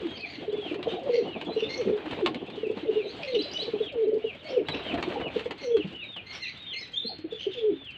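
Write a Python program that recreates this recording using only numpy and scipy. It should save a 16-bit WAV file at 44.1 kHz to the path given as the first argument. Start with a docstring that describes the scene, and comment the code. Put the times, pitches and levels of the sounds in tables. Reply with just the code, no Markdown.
"""Pigeons cooing in a wire loft

Pigeons coo in a roofed wire loft: gliding throat tones swell, break and dive, among short low pulses and held
tones, a few perhaps wing thuds; blurred, fluttering tones make the flock further back. Squabs peep in falling
whistles and wild birds squawk in raspy harmonic syllables, over faint sliding chirps and soft air noise.
Noise bursts clap as wings, swish as pigeons fly past and tick as claws. Boxes and roof give a short echo.
"""
import sys
import numpy as np
from scipy import signal
from scipy.fft import rfft, irfft, next_fast_len
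from scipy.io import wavfile
from scipy.ndimage import uniform_filter1d, map_coordinates

SR = 44100
rng = np.random.default_rng(int(sys.argv[2]) if len(sys.argv) > 2 else 0)


def int16_out(signal):
    """Quantize to a 16-bit WAV file."""
    q = np.round(np.clip(np.atleast_2d(signal).T, -1, 1) * 32767)
    wavfile.write(sys.argv[1], SR, q.astype(np.int16))


N = 351477
TOP_HZ = 15500  # band limit

# Breathy growl of the pigeon's throat: (frequency [Hz], density [dB])
GROWL_SPECTRUM = [(80, -26.5), (180, -2.5), (400, 5.5), (560, -2.5), (800, -23.5), (1500, -43.5),
                  (5000, -110)]


def amp(db):
    """Decibels to gain."""
    return 10 ** (np.asarray(db) / 20)


def unit(x):
    """Scale to rms 1."""
    return x / np.sqrt(np.mean(x ** 2) + 1e-20)


def along(points, hz):
    """Read (Hz, value) points on a log frequency axis."""
    f, v = np.transpose(points)
    return np.interp(np.log(hz + 1), np.log(f + 1), v)


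def curve(rows):
    """One value per sample from (s, value) rows."""
    return np.interp(np.arange(N) / SR, *np.transpose(rows))


def wobble(rate, size):
    """A smooth random curve through `rate` random knots a second."""
    knots = rng.standard_normal(int(size * rate / SR) + 4)
    return map_coordinates(knots, [np.arange(size) * rate / SR + 1])


def noise(spectrum, size):
    """Coloured noise of rms 1."""
    m = next_fast_len(size)
    white = rfft(rng.standard_normal(m))
    return unit(irfft(white * amp(along(spectrum, np.fft.rfftfreq(m, 1 / SR))), m)[:size])


def turns(hz):
    """Phase of an oscillator that follows a pitch curve."""
    return 2 * np.pi * np.cumsum(hz) / SR


def add(track, s, sound):
    """Mix a sound into a track at time s, or at the start if s is negative."""
    part = track[max(round(s * SR), 0):][:len(sound)]
    part += sound[:len(part)]


def throat(phase, second_db=-42, third_db=-49):
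    """The swollen crop radiates little but the fundamental."""
    overtones = amp(second_db) * np.sin(2 * phase) + amp(third_db) * np.sin(3 * phase)
    return np.sqrt(2) * (np.sin(phase) + overtones)


def coo_voice(hz, db, roll, roll_hz=55, roll_db=5, bend=.1, waver=0.0056, growl_db=-8, tremor_db=2.0):
    """A gliding tone; where it rolls, an uneven flutter shakes loudness and pitch and breaks into a growl."""
    size = len(hz)
    flutter = np.sin(turns(roll_hz * (1 + 0.53 * wobble(40, size))))
    hz = hz * (1 + waver * wobble(60, size) + bend * roll * (flutter + wobble(220, size)))
    voice = throat(turns(hz)) + amp(growl_db) * roll ** 2 * noise(GROWL_SPECTRUM, size)
    level_db = db + tremor_db * wobble(79.3, size) + roll * (roll_db * flutter - 8.0)
    return amp(level_db) * voice


def coos(edge_s=0.0067, break_s=0.0045):
    """A coo settles onto its pitch as it swells; after a last, clear push the voice breaks, dives and growls out."""
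    # Coos: (break [s], swell [s], start pitch [Hz], held pitch [Hz], settling time [s],
    #        relative level [dB], fullness [above 1 swells early], roll [0-1])
    coo_rows = [(.055, 0.064, 472, 349, 0.026, -29.5, 7.6, 1), (1.2, 0.053, 537, 482.5, 0.032, -21, 3, 0.2),
                (1.819, 0.055, 567, 492, 0.027, -28, 1.9, 0),
                (2.242, 0.037, 547, 396, 0.014, -22, 3.1, 0.4),
                (2.899, 0.054, 596, 447.5, 0.02, -24.5, 2.8, 0.42),
                (3.368, 0.18, 753.4, 489.5, 0.044, -17.5, 0.49, 0.3),
                (4.046, .135, 726, 441, .026, -23, 2.8, 0.14),
                (4.581, .14, 656, 487.4, 0.07, -16.5, 0.52, 0.45),
                (5.765, 0.14, 623, 464, 0.027, -20.5, 2.2, 0.05),
                (7.704, 0.16, 554, 417, 0.048, -19.5, 2.1, 0.15)]
    swell_db, push_db, push_s = 28, 2, 0.011  # rise of a coo; last push before the break and its width
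    dive, dive_s, dive_lag_s = .39, 0.0087, .008  # share of the pitch lost at the break, how fast, how late
    fade_db_per_s, tail_s, tail_roll = 338.5, .06, 0.8  # the growl after the break
    out = np.zeros(N)
    for s, swell_s, start_hz, held_hz, settle_s, db, fullness, roll in coo_rows:
        t = np.arange(-swell_s, tail_s, 1 / SR)  # the voice breaks at t = 0
        push = np.exp(-(t / push_s + .5) ** 2)
        settled = held_hz + (start_hz - held_hz) * np.exp(-(t + swell_s) / settle_s)
        hz = settled * (1 - dive / (1 + np.exp((dive_lag_s - t) / dive_s)))
        effort = db - swell_db * np.maximum(-t / swell_s, 0) ** fullness
        effort = effort + push_db * push - fade_db_per_s * np.maximum(t, 0)
        rolling = np.interp(t, [0, break_s], [roll, tail_roll]) * (1 - push)
        edges = np.clip(np.minimum(t + swell_s, tail_s - t) / edge_s, 0, 1)
        add(out, s - swell_s, edges * coo_voice(hz, effort, rolling))
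    return out


def wings(beat_hz=15, beat_db=6, uneven_db=2.0, crackle_db=2.5, gain_db=-1):
    """Feathers snap and swish with every stroke, finely crackling, loudest where the bird is nearest."""
    # Flights past the listener: (start [s], nearest [s], end [s], relative level [dB])
    flights = [(0, 0.03, 0.17, -48.5), (.7, 2.098, 2.35, -39), (4.621, 4.993, 5.55, -36)]
    # Swish of the feathers: (frequency [Hz], density [dB])
    feathers = [(30, -21.5), (70, 14.5), (130, 4), (300, 14), (780, 7), (1400, 3.5), (2500, 2),
                (4200, -8.5), (5300, -29), (8000, -34.5), (10000, -48), (15500, -37)]
    pass_s = 0.14  # distance of the nearest approach over the speed of flight
    out = np.zeros(N)
    for start, nearest, end, db in flights:
        t = np.arange(start, end, 1 / SR)
        beat = turns(beat_hz * (1 + 0.21 * wobble(8, len(t))))
        stroke = signal.sawtooth(beat, .1)  # quick rise, slow fall
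        flutter_db = beat_db * stroke + uneven_db * wobble(34.43, len(t)) + crackle_db * wobble(320, len(t))
        swish = unit(noise(feathers, len(t)) * amp(flutter_db))
        distance = np.hypot(1, (t - nearest) / pass_s)
        add(out, start, amp(db + gain_db) / distance * swish * signal.windows.tukey(len(t), .1))
    return out


def flock(tone_db=-5, blur_db=-3, count=220):
    """Distant coos overlap: many short, fluttering tones over their own blurred echo, drawn as noise."""
    # Loudness of the pigeons further back: (time [s], relative level [dB])
    flock_level = [(0.0, -48), (0.84, -36.5), (2.5, -38.5), (4.4, -47.5), (5.04, -33.5), (6.5, -61),
                   (7.59, -51.5), (7.97, -65.5)]
    # Blurred far coos: (frequency [Hz], density [dB])
    far_coos = [(60, -26.5), (150, -5.5), (280, -0.5), (430, 0.5), (580, -7.5), (760, -7), (1200, -20.5),
                (5000, -110)]
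    tones = np.zeros(N)
    for place, length, pitch in rng.random((count, 3)):
        u = np.linspace(0, 1, int((.04 + .08 * length) * SR))
        bend = .12 * (np.sin(np.pi * u) - u) + .08 * wobble(170, len(u))
        hz = (270 + 420 * pitch ** 2) * (1 + bend)
        swell = np.sin(np.pi * u) * amp(6.1 * wobble(96.0, len(u)))
        add(tones, place * N / SR, swell * throat(turns(hz)))
    blur = unit(noise(far_coos, N) * amp(5.46 * wobble(35, N)))
    return amp(curve(flock_level)) * (amp(tone_db) * unit(tones) + amp(blur_db) * blur)


def chatter(tone_db=-6, blur_db=-2, count=420):
    """Many faint, sliding chirps from the trees merge with their own echoes, drawn as wavering noise."""
    # Loudness of the birds far off in the trees: (time [s], relative level [dB])
    chatter_level = [(0, -47.5), (1.7, -49.5), (2.8, -48.5), (3.7, -46), (4.1, -53.5), (4.8, -43.5),
                     (5.5, -50), (6.8, -52.5), (7.25, -64), (7.97, -57.5)]
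    chirps = np.zeros(N)
    for place, length, pitch, slide in rng.random((count, 4)):
        u = np.linspace(0, 1, int((.02 + 0.027 * length) * SR))
        hz = (2200 + 1600 * pitch) * (1 + .3 * (slide - .5) * u + .035 * wobble(700, len(u)))
        add(chirps, place * N / SR, np.sin(np.pi * u) * np.sin(turns(hz)))
    blur = noise([(1000, -5.0), (2000, -5.5), (3100, 1.0), (4200, -8.5),
                  (5200, -24.0), (8000, -33.0), (11000, -50.5)], N)
    blur = unit(blur * amp(4.3 * wobble(14, N)))
    return amp(curve(chatter_level)) * (amp(tone_db) * unit(chirps) + amp(blur_db) * blur)


def outdoor_air(level_db=-53):
    """The outdoor air is steady coloured noise whose level flickers slightly."""
    # Air bed: (frequency [Hz], density [dB])
    air_spectrum = [(25, -26), (50, 2.5), (90, 11.5), (250, 4.5), (650, -8.5), (1100, -9), (1600, -4),
                    (3100, -1), (4200, -16.5), (5200, -38.5), (8000, -50), (10000, -42.5)]
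    return amp(level_db + wobble(21.0, N)) * noise(air_spectrum, N)


def claws(level_db=-54, spread_db=4, t60=.055, attack_s=0.0013, count=120):
    """Claws and beaks tick and scrape on wood and grit: short noise bursts at random times."""
    # Scrape on grit: (frequency [Hz], density [dB])
    grit = [(400, -18), (1500, -4.5), (3500, 1), (4500, 4.5), (5500, -11.5), (8000, -11.5), (9500, -33),
            (15500, -38.5)]
    out, t = np.zeros(N), np.arange(SR // 20) / SR
    for place, size in rng.random((count, 2)):
        decay_db = level_db + spread_db * (2 * size - 1.5) - 60 * t / t60
        envelope = amp(decay_db) * (1 - np.exp(-t / attack_s))
        add(out, place * N / SR, envelope * noise(grit, len(t)))
    return out


def claps(t60=0.035, thump_t60=0.12, snap_db=0, thump_db=-9, attack_s=0.00062):
    """Wing tips slap together and push out a low puff of air."""
    # Wing claps and landings: (time [s], relative level [dB], puff level above thump_db [dB])
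    clap_rows = [(0.068, -37, 2), (0.7429, -32.5, 2), (0.79, -49, 3), (0.8277, -31.5, 3.5),
                 (1.4125, -31, -25), (1.8115, -33.5, 4), (2.1098, -30.5, 5), (2.2606, -15.5, -6),
                 (2.3443, -30.5, 0), (2.5, -36.5, -7), (2.7725, -40.5, -26), (4.685, -22.5, 2),
                 (5.026, -24, -23), (4.941, -30, 12), (5.1, -45, 16.5), (5.28, -41.5, 14), (5.1421, -37, 9),
                 (5.3937, -30.5, -13), (5.458, -36, 2), (5.5088, -28.5, -18), (5.7681, -28.5, 0),
                 (6.163, -36, 5.5)]
    # Slap of the wing tips: (frequency [Hz], density [dB])
    snap_spectrum = [(200, -5.5), (900, 9), (1600, 4), (2700, 10.5), (4200, 4), (5300, -16.5),
                     (8000, -19.5), (10000, -37.5), (15500, -38)]
    puff_spectrum = [(30, -26.5), (100, 2.5), (700, 0.5), (2000, -35.0), (5000, -62.0)]  # (Hz, dB)
    out, t = np.zeros(N), np.arange(SR // 6) / SR
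    for s, db, low_db in clap_rows:
        snap = noise(snap_spectrum, len(t)) * amp(snap_db - 60 * t / t60)
        snap = snap * (1 - np.exp(-t / attack_s))
        puff = noise(puff_spectrum, len(t)) * amp(low_db + thump_db - 60 * t / thump_t60)
        puff = puff * (1 - np.exp(-t / 0.0059))
        add(out, s, amp(db) * (snap + puff))
    return out


def squawks(jitter=0.055, waver=0.0084, rasp_hz=700, rasp_db=5, slope_db=-1, gain_db=-1, count=6):
    """Harmonic syllables scoop up to pitch, hold and flick away; rasp scatters the cycles into a screech."""
    # Wild birds' syllables: (time [s], length [s], pitch [Hz], closing flick [share of the pitch],
    #                         level before gain_db [dB], rasp [0-1])
    syllables = [(0.081, .1, 3280, -0.1, -43, 0.06), (0.093, 0.115, 2220, -0.17, -56.5, 0.7),
                 (0.153, 0.068, 4680, -0.14, -44, 0.8), (0.258, 0.12, 2184, -0.069, -42, 1),
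                 (0.876, .04, 3180, -.22, -41.5, 0), (0.879, 0.056, 3630, .08, -44, 0.2),
                 (1.104, 0.095, 2195, -0.091, -40, 1), (1.132, 0.079, 5520, 0.27, -55, 1),
                 (1.455, 0.03, 3480, -.22, -42, 0.3), (1.493, 0.061, 4020, 0.073, -46, .15),
                 (1.556, 0.097, 2850, -0.25, -38, 0.8), (1.595, 0.096, 3540, .08, -42, 0.4),
                 (1.689, 0.077, 2130, 0.056, -35.5, 0.47), (1.69, 0.12, 5590, 0.17, -50.5, 1),
                 (3.042, .08, 3936, 0.2, -44.5, 0.5), (3.072, 0.06, 6400, 0.21, -66, 0.2),
                 (3.214, 0.055, 2445, 0.19, -39.5, 1), (3.27, .06, 2120, -.05, -41.5, 0.6),
                 (3.316, 0.046, 3900, -0.14, -36.5, 0.9), (3.346, 0.019, 2940, -0.35, -29, 0.5),
                 (3.384, 0.049, 4057, 0.43, -32.5, 0.13), (3.394, 0.049, 3184, 0.41, -40.5, 0.7),
                 (3.441, 0.011, 4050, -.12, -36.5, .3), (3.513, .03, 4750, 0.56, -40, .6),
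                 (3.542, 0.039, 2986, -0.011, -31.5, 0), (3.572, .007, 3610, 0.6, -32.5, 1),
                 (3.591, 0.05, 3930, 0.6, -32, 0), (3.823, 0.022, 3776, -0.18, -39.5, .1),
                 (3.589, 0.053, 3155, 0.26, -40.5, 0.8), (4.437, 0.067, 2217, -0.017, -45.5, 0.45),
                 (4.48, 0.053, 5330, -.05, -54, 0.8), (4.668, 0.086, 3990, -0.075, -38.5, 0.2),
                 (4.724, 0.087, 2666, -0.094, -39.5, 1), (5.578, 0.069, 2150, -0.022, -41, 0.6),
                 (5.61, 0.11, 5880, .03, -55, 0.6), (6.259, 0.11, 2145, 0.1, -44, 0.4),
                 (6.326, 0.063, 5540, .06, -50, 1), (6.402, 0.055, 2122, -0.32, -38, .08),
                 (6.448, 0.065, 1950, 0.43, -38, 0.6), (6.73, .063, 2104, .05, -35, 0.17),
                 (6.782, 0.037, 5050, 0.37, -47, 0.6), (6.814, 0.049, 2027, -0.27, -42, .3),
                 (6.932, 0.067, 3264, 0.19, -35.5, 0.11), (6.957, 0.044, 3575, .1, -28, 0),
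                 (7.032, .07, 4106, 0.19, -35.5, 0.1), (7.303, .08, 3537, -.1, -43.5, 0.48),
                 (7.375, 0.095, 3024, -0.11, -39, 0.88), (7.509, 0.047, 3680, -0.76, -40.5, 0.8),
                 (7.57, .041, 3460, 0.088, -39, 0.7)]
    # How the overtones carry: (frequency [Hz], level [dB])
    beak = [(900, -26), (1800, 7), (2800, 21), (4300, 13), (5100, 0), (6400, -6.5), (7200, -23.5),
            (8600, -24), (10000, -37), (13000, -32), (15500, -39)]
    scoop, scoop_share = .04, .15  # a syllable starts this far flat, for about this share of its length
    flick_power = 4  # lateness of the flick
    out = np.zeros(N)
    for s, length, hz, flick, db, rasp in syllables:
        u = np.linspace(0, 1, int(length * SR))
        arc = hz * (1 - scoop * np.exp(-u / scoop_share) + flick * u ** flick_power)
        shake = jitter * rasp * wobble(rasp_hz, len(u)) + waver * wobble(260, len(u))
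        phase = turns(arc * (1 + shake))
        voice = np.zeros(len(u))
        for k in range(1, count + 1):
            carried = amp(along(beak, k * arc) + slope_db * (k - 1)) * (k * arc < TOP_HZ)
            voice += carried * np.sin(k * phase)
        voice = unit(voice) + .5 * rasp * noise(beak, len(u))
        rattle_db = rasp_db * rasp * wobble(250, len(u)) + 3.56 * wobble(90.5, len(u))
        voice = unit(voice * amp(rattle_db))
        add(out, s, amp(db + gain_db) * np.abs(np.sin(np.pi * u)) ** .5 * voice)
    return out


def peeps(crest=.25, lift=.17, knee=.68, droop=.16):
    """Thin begging whistles: a quick rise, a nearly level top, then a louder, steep fall."""
    # Squab peeps: (time [s], length [s], top pitch [Hz], relative level [dB])
    peep_rows = [(0.185, .075, 2595, -38), (0.467, 0.26, 3500, -43), (1.216, 0.16, 2995, -42.5),
                 (1.247, 0.13, 3380, -52.5), (2.493, 0.2, 3016, -46.5), (2.893, 0.14, 2940, -42),
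                 (3.788, 0.12, 3484, -41), (4.2, 0.12, 2980, -41), (4.246, 0.078, 3370, -46.5),
                 (4.428, 0.17, 3270, -46), (4.802, 0.13, 3265, -39.5), (5.183, 0.11, 3010, -38.5),
                 (5.674, 0.17, 3416, -43), (5.9, .155, 2987, -40.5), (5.971, .24, 3890, -41),
                 (6.404, 0.076, 2804, -36), (6.531, 0.26, 3800, -41), (6.643, 0.12, 3300, -38.5),
                 (7.693, 0.23, 3650, -45.5), (7.867, 0.13, 3180, -46.5)]
    end_hz = 2220  # every peep falls to this pitch
    out = np.zeros(N)
    for s, length, top_hz, db in peep_rows:
        u = np.linspace(0, 1, int(length * SR))
        corners = [top_hz * (1 - lift), top_hz, top_hz - droop * (top_hz - end_hz), end_hz]
        path = np.interp(u, [0, crest, knee, 1], corners)
        rounded = uniform_filter1d(path, size=len(u) // 6, mode="nearest")
        hz = rounded * (1 + 0.009 * wobble(550, len(u)))
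        swell = np.interp(u, [0, crest, .85, .96, 1], [.1, .42, 1.35, .8, 0])
        swell = swell * amp(db + 2.5 * wobble(110, len(u)))
        add(out, s, swell * np.sin(turns(hz)))
    return out


def pulses(rise=0.0082, sag=0.074, gain_db=-3, growl_db=-14):
    """Each short low pulse swells within a few cycles and sags in pitch as it fades."""
    # Short low pulses, some perhaps wing thuds: (start [s], level before gain_db [dB], pitch [Hz])
    pulse_rows = [(0.477, -24, 432), (0.526, -23.5, 430), (0.579, -26.5, 428), (0.659, -33, 323),
                  (0.71, -25, 330), (0.753, -29.5, 416), (0.787, -29, 340), (0.868, -22, 483),
                  (0.919, -31.5, 366), (0.951, -33, 445), (1.502, -32.5, 455), (1.562, -18.5, 447),
                  (1.621, -19, 444), (2.351, -34.5, 231), (2.574, -29.5, 423), (2.63, -21, 445),
                  (2.661, -24.5, 400), (2.696, -21.5, 436), (2.828, -28, 314), (3.621, -31.5, 441),
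                  (3.678, -28.5, 464), (3.733, -19.5, 433), (3.802, -18.5, 442), (4.24, -19, 453),
                  (4.934, -22, 288), (5.166, -28.5, 482), (5.358, -19.5, 452), (5.456, -25, 487),
                  (5.843, -27.5, 190), (7.044, -34, 460), (7.047, -35, 226), (7.185, -38, 307),
                  (7.24, -27.5, 329), (7.321, -26.5, 446), (7.464, -19.5, 399)]
    out, t = np.zeros(N), np.arange(SR // 10) / SR
    for s, db, hz in pulse_rows:
        u = t / rise  # loudest at u = 1
        pitch = hz * (1 + sag * (np.exp(1 - u) - 1) / 2 + 0.011 * wobble(88, len(t)))
        voice = throat(turns(pitch)) + amp(growl_db) * noise(GROWL_SPECTRUM, len(t))
        add(out, s, amp(db + gain_db) * (u * np.exp(1 - u)) ** 2 * voice)
    return out


def held_tones(sag=0.044):
    """Short held tones from the coo's oscillator: attack, hold and release on a slightly sagging pitch."""
    # Short held tones, mostly coo notes, a few perhaps wing thuds:
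    # (time [s], length [s], pitch [Hz], relative level [dB], roll [0-1])
    tone_rows = [(0.933, 0.087, 691, -39.5, 0.53), (1.05, 0.058, 560, -36, .1),
                 (1.088, 0.083, 479, -22.5, 0), (1.85, 0.069, 381.5, -20, 1),
                 (1.854, 0.056, 207, -23.5, 0.9), (1.911, .06, 424.5, -22.5, 0.22),
                 (2.954, 0.048, 423.5, -21.5, 0.2), (2.996, 0.038, 403.3, -27, 0.33),
                 (3.042, 0.056, 418, -28.5, 1), (4.067, 0.046, 429, -20, 0.23),
                 (4.116, 0.068, 423, -21, 0.71), (4.465, 0.068, 612, -44, 0.27),
                 (4.928, 0.06, 682, -31, 0.33), (5.155, 0.027, 840, -29, 0.3),
                 (7.09, 0.053, 705, -44, 0.74)]
    attack_s, release_s = 0.0085, 0.022
    out = np.zeros(N)
    for s, length, hz, db, roll in tone_rows:
        t = np.arange(0, length, 1 / SR)
        gate = np.clip(np.minimum(t / attack_s, (length - t) / release_s), 0, 1)
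        add(out, s, gate * coo_voice(hz * (1 - sag * (t / length - .5)), db, roll))
    return out


def loft(x, wet_db, stretch):
    """Short diffuse echo of boxes and roof, made of overlapping random tails."""
    # Echo decay: (frequency [Hz], t60 before stretch [s])
    decay = [(150, 0.34), (450, 0.26), (1500, 0.19), (4000, 0.2), (12000, 0.05)]
    out, hop = np.zeros(N), SR // 4
    for start in range(0, N, hop):  # overlapping half-second pieces, each with a fresh tail
        hz, t, z = signal.stft(rng.standard_normal(SR // 2), SR, nperseg=256)
        t60 = stretch * along(decay, hz)[:, None]
        tail = signal.istft(z * amp(-60 * t / t60), SR, nperseg=256)[1]
        part = x[start:start + 2 * hop]
        part = part * np.sin(np.pi * np.arange(len(part)) / (2 * hop))
        add(out, start / SR + .006, signal.fftconvolve(part, tail / np.linalg.norm(tail)))
    return x + amp(wet_db) * out


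def scene():
    """Birds in and around the loft over the outdoor air."""
    near = amp(1) * loft(coos() + held_tones() + pulses(), wet_db=-9.0, stretch=0.54)
    young = loft(peeps(), wet_db=-6.0, stretch=0.84)
    wild = loft(squawks(), wet_db=-5.5, stretch=1.87)
    flight = loft(claps() + claws(), wet_db=-6.5, stretch=0.43) + wings()
    return (near + young + wild + flight + flock() + chatter() + outdoor_air())[None]


def record(dry, low_hz=48, knee_db=-25, squeeze=0.33):
    """The phone turns everything down under a loud coo, sheds the deepest bass and stops at its band limit."""
    level = np.sqrt(np.abs(uniform_filter1d(dry ** 2, size=SR // 25)))
    held = dry * np.hypot(1, level / amp(knee_db)) ** -squeeze
    m = next_fast_len(N + SR // 2)
    hz = np.fft.rfftfreq(m, 1 / SR)
    response = hz ** 2 / np.hypot(hz ** 2, low_hz ** 2) * (hz < TOP_HZ)
    return irfft(rfft(held, m) * response, m)[..., :N]


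dry = scene()
out = record(dry)
int16_out(out)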